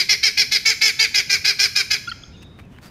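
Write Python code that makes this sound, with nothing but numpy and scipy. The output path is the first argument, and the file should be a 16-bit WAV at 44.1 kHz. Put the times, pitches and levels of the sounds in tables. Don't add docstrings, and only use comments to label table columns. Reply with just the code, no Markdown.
import sys
import numpy as np
from scipy import signal
from scipy.fft import rfft, irfft
from scipy.io import wavfile
from scipy.ndimage import uniform_filter1d, minimum_filter1d

SR = 44100
rng = np.random.default_rng(int(sys.argv[2]) if len(sys.argv) > 2 else 0)


def to_linear_factor(level_db):
    exponent = np.asarray(level_db, float) / 20
    return 10 ** exponent


def generate_wav(sig):
    pcm = np.round(np.clip(np.atleast_2d(sig).T, -1, 1) * 32767).astype(np.int16)
    wavfile.write(sys.argv[1], SR, pcm)


N = 127890
LEAD_IN_S = 0.5


def evened(x):
    return x / np.sqrt(np.mean(x ** 2) + 1e-20)


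def read(points, hz):
    f, value = np.transpose(points)
    return np.interp(np.log(hz + 1), np.log(f + 1), value)


def add(mix, s, sound):
    at = round(s * SR)
    part = mix[max(at, 0):][:len(sound) + min(at, 0)]
    part += sound[max(-at, 0):][:len(part)]


def progress(length):
    return np.arange(0, length, 1 / SR) / length


def resonate(x, hz, width):
    turn = np.exp(2j * np.pi * np.cumsum(hz * np.ones(len(x))) / SR)
    r = np.exp(-np.pi * width / SR)
    once = signal.lfilter([1 - r], [1, -r], x / turn + 1e-18)
    return 2 * (turn * signal.lfilter([1 - r], [1, -r], once)).real


def slow(noise, rate_hz):
    size = max(int(SR / rate_hz), 2)
    return evened(uniform_filter1d(uniform_filter1d(noise, size), size))


def filtered(x, order, hz, kind):
    return signal.lfilter(*signal.butter(order, hz, kind, fs=SR), x)


def voice_box(turns, t, a, b):
    rough, shimmer, smear = 0.33, 0.22, 0.16
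    halves = 1 + (0.12 + 0.4 * np.exp(-t / 0.02)) * np.cos(np.pi * turns)
    folds = sum(np.cos(2 * np.pi * k * turns + smear * k ** 2) for k in range(2, 36))
    folds = evened(folds * (1 + shimmer * slow(a, 380)) * halves)
    puffs = (0.8 + np.exp(-(turns % 1) / 0.33)) * b
    return folds, (1 - rough) * folds + rough * evened(puffs)


def call(start, length, effort_db, pitch_hz, low_hz):
    # t/s, windpipe level/dB, lower throat level/dB, beak level/dB, open beak f/Hz
    head = [(-0.05, -20, -3, 0, 5030), (0.08, -26.5, -2, 0, 5260), (0.22, -17, -2, 1, 5310),
            (0.36, -18.5, -1.5, 0.5, 5250), (0.5, -18, -3.5, 2, 5110), (0.641, -14.5, -1.5, -0.5, 4920),
            (0.8, -17, -1.5, -1, 4934), (0.98, -15, -2, -2, 4970), (1.13, -18, -3, -1.5, 5010),
            (1.29, -11, 2, 2.5, 5000), (1.44, -11.5, 0.5, 2.5, 5170), (1.58, -12, -3, 1, 5020),
            (1.75, -9.5, -1.5, 2, 5270), (1.89, -12.5, -3, -0.5, 4960)]
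    # t/s, palate level/dB, hiss level/dB
    facing = [(-0.05, -1, -1), (0.08, -2.5, -3), (0.22, 0.5, 0), (0.36, 0, -0.5), (0.5, 0.5, 0),
              (0.64, 2, -1.5), (0.8, 0.5, 0), (0.98, 0, -2.5), (1.13, 0, -2.5), (1.29, 3.5, 2),
              (1.44, 2.5, 2), (1.58, 1.5, 1.5), (1.75, 2.5, 2), (1.89, 0, -2)]
    # f/Hz, level/dB
    hollows = [(2955, -21), (3324, -11), (4014, -10.5), (6150, -11), (6986, -15.5), (8950, -22),
               (11840, -24.5), (10100, -27), (12940, -30.5), (15300, -32.5)]
    # share of the open beak pitch, level/dB
    beak_hollows = [(.86, -5.5), (1.002, -4.5), (1.082, -1)]
    # multiple of the pitch, level under the call/dB
    low_partials = [(1, -38), (2, -31), (3, -38)]
    fall_s, throb_db = 0.026, 1.6
    a, b, c, d = rng.standard_normal((4, 8000))

    when, *pose = np.transpose(head)
    neck_db, low_db, beak_db, beak_hz = (np.interp(start, when, p) for p in pose)
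    when, *aim = np.transpose(facing)
    palate_db, hiss_db = (np.interp(start, when, p) for p in aim)

    t, hold = np.arange(8000) / SR, length - 0.02
    u = np.minimum(t / hold, 1.3)
    hz = pitch_hz * (1 + 0.03 * np.sin(np.pi * np.minimum(u, 1)) - 0.085 * u ** 5)
    steady = np.cumsum(hz) / SR
    jitter = 0.019 * (slow(a, 422) + 0.656 * slow(b, 66.8))
    turns = steady + np.cumsum(hz * jitter) / SR
    folds, drive = voice_box(turns, t, b, c)

    beak = (0.68 + 0.32 * np.tanh(t / 0.017)) * (1 - 0.11 * u ** 3)
    gape = np.tanh(t / 0.01) * to_linear_factor(-20 * np.maximum(t - hold + 0.013, 0) / (3 * fall_s))

    lower = evened(resonate(drive + 0.6 * folds, low_hz * (1 - 0.018 * u ** 3), 380))
    throat = to_linear_factor(low_db + throb_db * slow(d[::-1], 250)) * lower
    windpipe = evened(resonate(0.033 * drive + folds, 1563, 400))
    throat -= to_linear_factor(neck_db) * windpipe

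    resonances = []
    for f, db in hollows:
        turned_db = hiss_db if f > 8000 else palate_db if f > 6000 else 0
        resonances.append((f, db + turned_db, beak ** 0.38))
    for share, db in beak_hollows:
        resonances.append((share * beak_hz, db + beak_db, beak))
    resonances.sort(key=lambda row: row[0])
    for k, (f, db, lift) in enumerate(resonances):
        wander = 1 + 0.022 * slow(np.roll(d, 800 * k), 6.8)
        width = f * 0.085 * (1 + 0.87 * (f > 8000))
        ring = evened(resonate(drive, f * lift * wander, width))
        throb = to_linear_factor(db + throb_db * slow(np.roll(d, 500 * k), 260))
        throat -= (-1) ** k * gape * throb * ring
    throat = signal.sosfilter(signal.butter(4, 1050, "high", fs=SR, output="sos"), throat) \
        if hasattr(signal, "sosfilter") else \
        signal.sosfilt(signal.butter(4, 1050, "high", fs=SR, output="sos"), throat)

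    hum = np.zeros(len(t))
    for k, db in low_partials + [(3.7, neck_db - 11)]:
        hum += to_linear_factor(db) * np.sqrt(2) * np.sin(2 * np.pi * k * (0.7 * steady + 0.3 * turns) + k)
    hum *= 1 + 0.3 * slow(a[::-1], 320)

    rise = np.sin(np.pi / 2 * np.minimum(t / 0.016, 1)) ** 2
    shape = rise * to_linear_factor(-1.5 * u - 20 * np.maximum(t - hold, 0) / fall_s)
    sac = to_linear_factor(-24.5) * resonate(shape * np.sin(2 * np.pi * steady), 1.015 * pitch_hz, 21)
    return start + 0.003, to_linear_factor(effort_db + 0.65) * (shape * (evened(throat) + hum) + sac)


def calling():
    # t/s, length/s, effort level/dB, pitch f/Hz, lower throat f/Hz
    under_way = [
        (-0.048, .085, -15, 380, 2280),
    ]
    # t/s, length/s, effort level/dB, pitch f/Hz, lower throat f/Hz
    run = [(0.081, 0.074, -12.5, 411, 2254), (0.22, 0.084, -14, 422.8, 2280),
           (0.363, 0.079, -13, 409.7, 2300), (0.505, 0.082, -15.5, 415, 2270),
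           (0.644, 0.092, -13, 438.5, 2290), (0.803, 0.11, -13, 429.3, 2304),
           (0.982, 0.085, -12.5, 438.3, 2325), (1.134, 0.087, -14.5, 401.2, 2300),
           (1.288, 0.086, -14.5, 404, 2295), (1.436, 0.093, -14.5, 406, 2334),
           (1.581, 0.095, -14.5, 404, 2330), (1.746, 0.084, -16.5, 402.4, 2360),
           (1.895, 0.076, -17, 411.6, 2340)]
    out = np.zeros(N + SR // 2)
    for row in under_way + run:
        s, sound = call(*row)
        add(out, s + LEAD_IN_S, sound)
    add(out, 0, out[round(0.58 * SR):round(1.01 * SR)].copy())
    return out


def clucks():
    # t/s, length/s, f/Hz, glide/Hz, level/dB
    notes_sung = [(2.072, 0.024, 1391, 32, -24), (2.083, 0.029, 1490, 30, -38),
                  (2.07, 0.015, 3370, -3.5, -34.5), (2.077, 0.013, 2770, 3, -36.5),
                  (2.087, 0.0135, 4870, -900, -30.5), (2.092, 0.018, 3900, 698, -32),
                  (2.098, 0.0051, 2600, 0, -36), (2.116, 0.0068, 4700, 0, -41),
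                  (2.121, 0.011, 4360, 0, -42), (2.087, 0.0136, 9600, -1200, -56),
                  (2.091, 0.0135, 8300, 1100, -48.5), (2.076, 0.011, 5970, 698, -43.5),
                  (2.114, 0.0077, 3150, 50, -26), (2.115, .014, 1378, -5, -26),
                  (2.117, 0.011, 1880, 0, -36), (2.118, 0.0096, 2730, 0, -38),
                  (2.235, 0.0056, 3300, 95.5, -33.5), (2.236, 0.009, 1350, -5, -47)]
    out = np.zeros(N + SR // 2)
    for start, length, hz, glide_hz, db in notes_sung:
        u = progress(length)
        tone = np.sqrt(2) * np.sin(2 * np.pi * np.cumsum(hz + glide_hz * u) / SR)
        add(out, start + LEAD_IN_S, to_linear_factor(db) * np.sin(np.pi * u ** 0.87) ** 2 * tone)
    return out


def yard(x):
    # f/Hz, time to fall by 60 dB/s
    dying = [(400, 0.8), (1000, 1), (2200, 0.79), (5000, 0.84), (7000, 0.86), (8500, 0.54), (14000, 0.52)]
    # delay t/s, level/dB
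    slaps = [
        (.0035, -24.5),
        (.011, -22),
        (.027, -27.5),
        (.043, -24.5),
    ]
    taps = np.zeros(SR)
    at = np.arange(0, SR - 20, 20) + rng.integers(0, 20, SR // 20 - 1)
    taps[at] = rng.choice([-1., 1.], len(at))
    hz, t, z = signal.stft(taps, SR, nperseg=256)
    tail = signal.istft(z * to_linear_factor(-60 * t / read(dying, hz)[:, None]), SR, nperseg=256)[1]
    tail = np.r_[np.zeros(int(0.011 * SR)), to_linear_factor(-18) * tail / np.linalg.norm(tail)]
    for k, (s, db) in enumerate(slaps):
        tail[int(s * SR)] += (-1) ** k * to_linear_factor(db)
    thin = 0.41 * x + filtered(x, 2, 930, "high") + to_linear_factor(6.5) * filtered(x, 2, 8630, "high")
    return signal.fftconvolve(thin, tail)[:len(x)]


def steps():
    # t/s, length/s, level/dB, dull share 0-1
    treads = [(2.411, 0.0065, -63, 0.2), (2.422, 0.018, -50.5, 0.22), (2.443, 0.0069, -68.5, 0),
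              (2.55, 0.0035, -86, 0.04), (2.587, 0.02, -49, 0.63), (2.573, 0.074, -61, 0.4),
              (2.65, .008, -64, 0.18), (2.698, 0.135, -59.5, 0.54), (2.786, 0.0028, -46.5, 0.7),
              (2.81, 0.11, -51.5, 0.26), (2.845, 0.035, -51, 0.1)]
    # f/Hz, level per Hz/dB
    grit = [(350, -31), (600, -10), (1390, -6), (4030, -8.5), (4680, -7), (5150, -9.5), (12000, -18),
            (15500, -18.5)]
    grains_per_s, dull_hz = 810, 2600
    out = np.zeros(N)
    for start, length, db, dull in treads:
        chance = rng.random(6000)
        size, hiss = rng.standard_normal((2, 6000))
        u = progress(length)
        grains = evened((chance < grains_per_s / SR) * size + 0.00086 * hiss) + 0.79 * hiss
        grains = (1 - dull) * grains + dull * evened(filtered(grains, 2, dull_hz, "low"))
        add(out, start, to_linear_factor(db) * np.sin(np.pi * u ** 0.63) * grains[:len(u)])
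    colour = to_linear_factor(read(grit, np.fft.rfftfreq(N, 1 / SR)))
    return irfft(rfft(out) * evened(colour), N)


def pebbles():
    # t/s, length/s, f/Hz, width/Hz, level/dB
    knocks = [
        (2.412, 0.033, 2650, 500, -53),
        (2.416, 0.02, 5200, 1600, -56.5),
        (2.589, .012, 1340, 430, -52),
        (2.592, 0.018, 2260, 500, -53),
        (2.65, 0.01, 5700, 1200, -70),
        (2.782, .006, 4100, 900, -62),
        (2.857, .02, 1300, 400, -54),
        (2.9, .014, 1310, 120, -60),
        (2.09, 0.045, 4500, 1500, -49),
        (2.12, .012, 15000, 4500, -64.5),
    ]
    out = np.zeros(N)
    for start, length, hz, width_hz, db in knocks:
        u = progress(length)
        rattle = evened(resonate(rng.standard_normal(2000), hz, width_hz))
        add(out, start, to_linear_factor(db) * np.sin(np.pi * u ** 0.7) * rattle[:len(u)])
    return out


def songbirds():
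    # t/s, length/s, f/Hz, glide/Hz, level/dB
    glides = [
        (2.31, .34, 3770, -60, -59),
        (2.30, .22, 3570, -40, -61),
        (2.36, .1, 6500, -50, -66),
        (2.19, .12, 6550, -100, -59),
        (2.2, .1, 6100, 300, -62),
        (2.21, .16, 5300, -200, -63),
        (2.825, .035, 4300, 600, -59),
        (2.865, .035, 4600, 300, -57),
    ]
    # t/s, length/s, f/Hz, arch height/Hz, level/dB
    arches = [
        (2.315, .065, 2150, 750, -59),
        (2.61, .07, 2200, 450, -65),
        (2.72, .06, 2400, 650, -62),
        (2.765, .035, 2700, 350, -64),
    ]
    out = np.zeros(N)
    for rows, arched in ((glides, False), (arches, True)):
        for start, length, hz, bend_hz, db in rows:
            u = progress(length)
            pitch = hz + bend_hz * (np.sin(np.pi * u) if arched else u)
            whistle = evened(resonate(rng.standard_normal(len(u)), pitch, 130))
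            add(out, start, to_linear_factor(db) * np.sin(np.pi * u ** 0.8) ** 0.5 * whistle)
    return out


def air():
    # f/Hz, level per Hz/dB
    colour = [(22, -31.5), (45, -12.5), (80, 3.5), (230, -5), (560, -18.5), (3200, -32), (4200, -39),
              (15500, -54.5)]
    frames, hz = N // 256 + 5, np.fft.rfftfreq(1024, 1 / SR)
    a, b, patches = rng.standard_normal((frames, 513, 3)).T
    patches = evened(uniform_filter1d(uniform_filter1d(patches, 8, 0), 14, 1))
    z = (a + 1j * b) * to_linear_factor(read(colour, hz)[:, None] + 1.22 * patches)
    return to_linear_factor(-45) * evened(signal.istft(z, nperseg=1024, noverlap=768)[1][:N])


def scene():
    bird, soft = calling(), clucks()
    echo = yard(bird + to_linear_factor(-4) * soft)
    near = (bird + soft + echo)[SR // 2:]
    return (near + songbirds() + steps() + air() + pebbles())[None]


def roll_off(x):
    return signal.sosfilt(signal.butter(12, 15680, fs=SR, output="sos"), x)


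def record(dry):
    power_db = 10 * np.log10(abs(uniform_filter1d(dry[0] ** 2, 2000)) + 1e-12)
    fall = np.arange(N) * 50 / SR
    over_db = np.maximum(np.maximum.accumulate(power_db + fall) - fall + 38, 0)
    ducked = dry * to_linear_factor(1.5 - 0.12 * uniform_filter1d(over_db, size=1200))
    ceiling = 0.63
    room = minimum_filter1d(np.minimum(ceiling / (abs(ducked) + 1e-9), 1), size=131)
    held = ducked * uniform_filter1d(room, size=131)
    treble_cut = signal.firwin(1023, 15640, window=("kaiser", 9), fs=SR)
    held = signal.oaconvolve(held, treble_cut[None], "same")
    return roll_off(held)


dry = scene()
out = record(dry)
generate_wav(out)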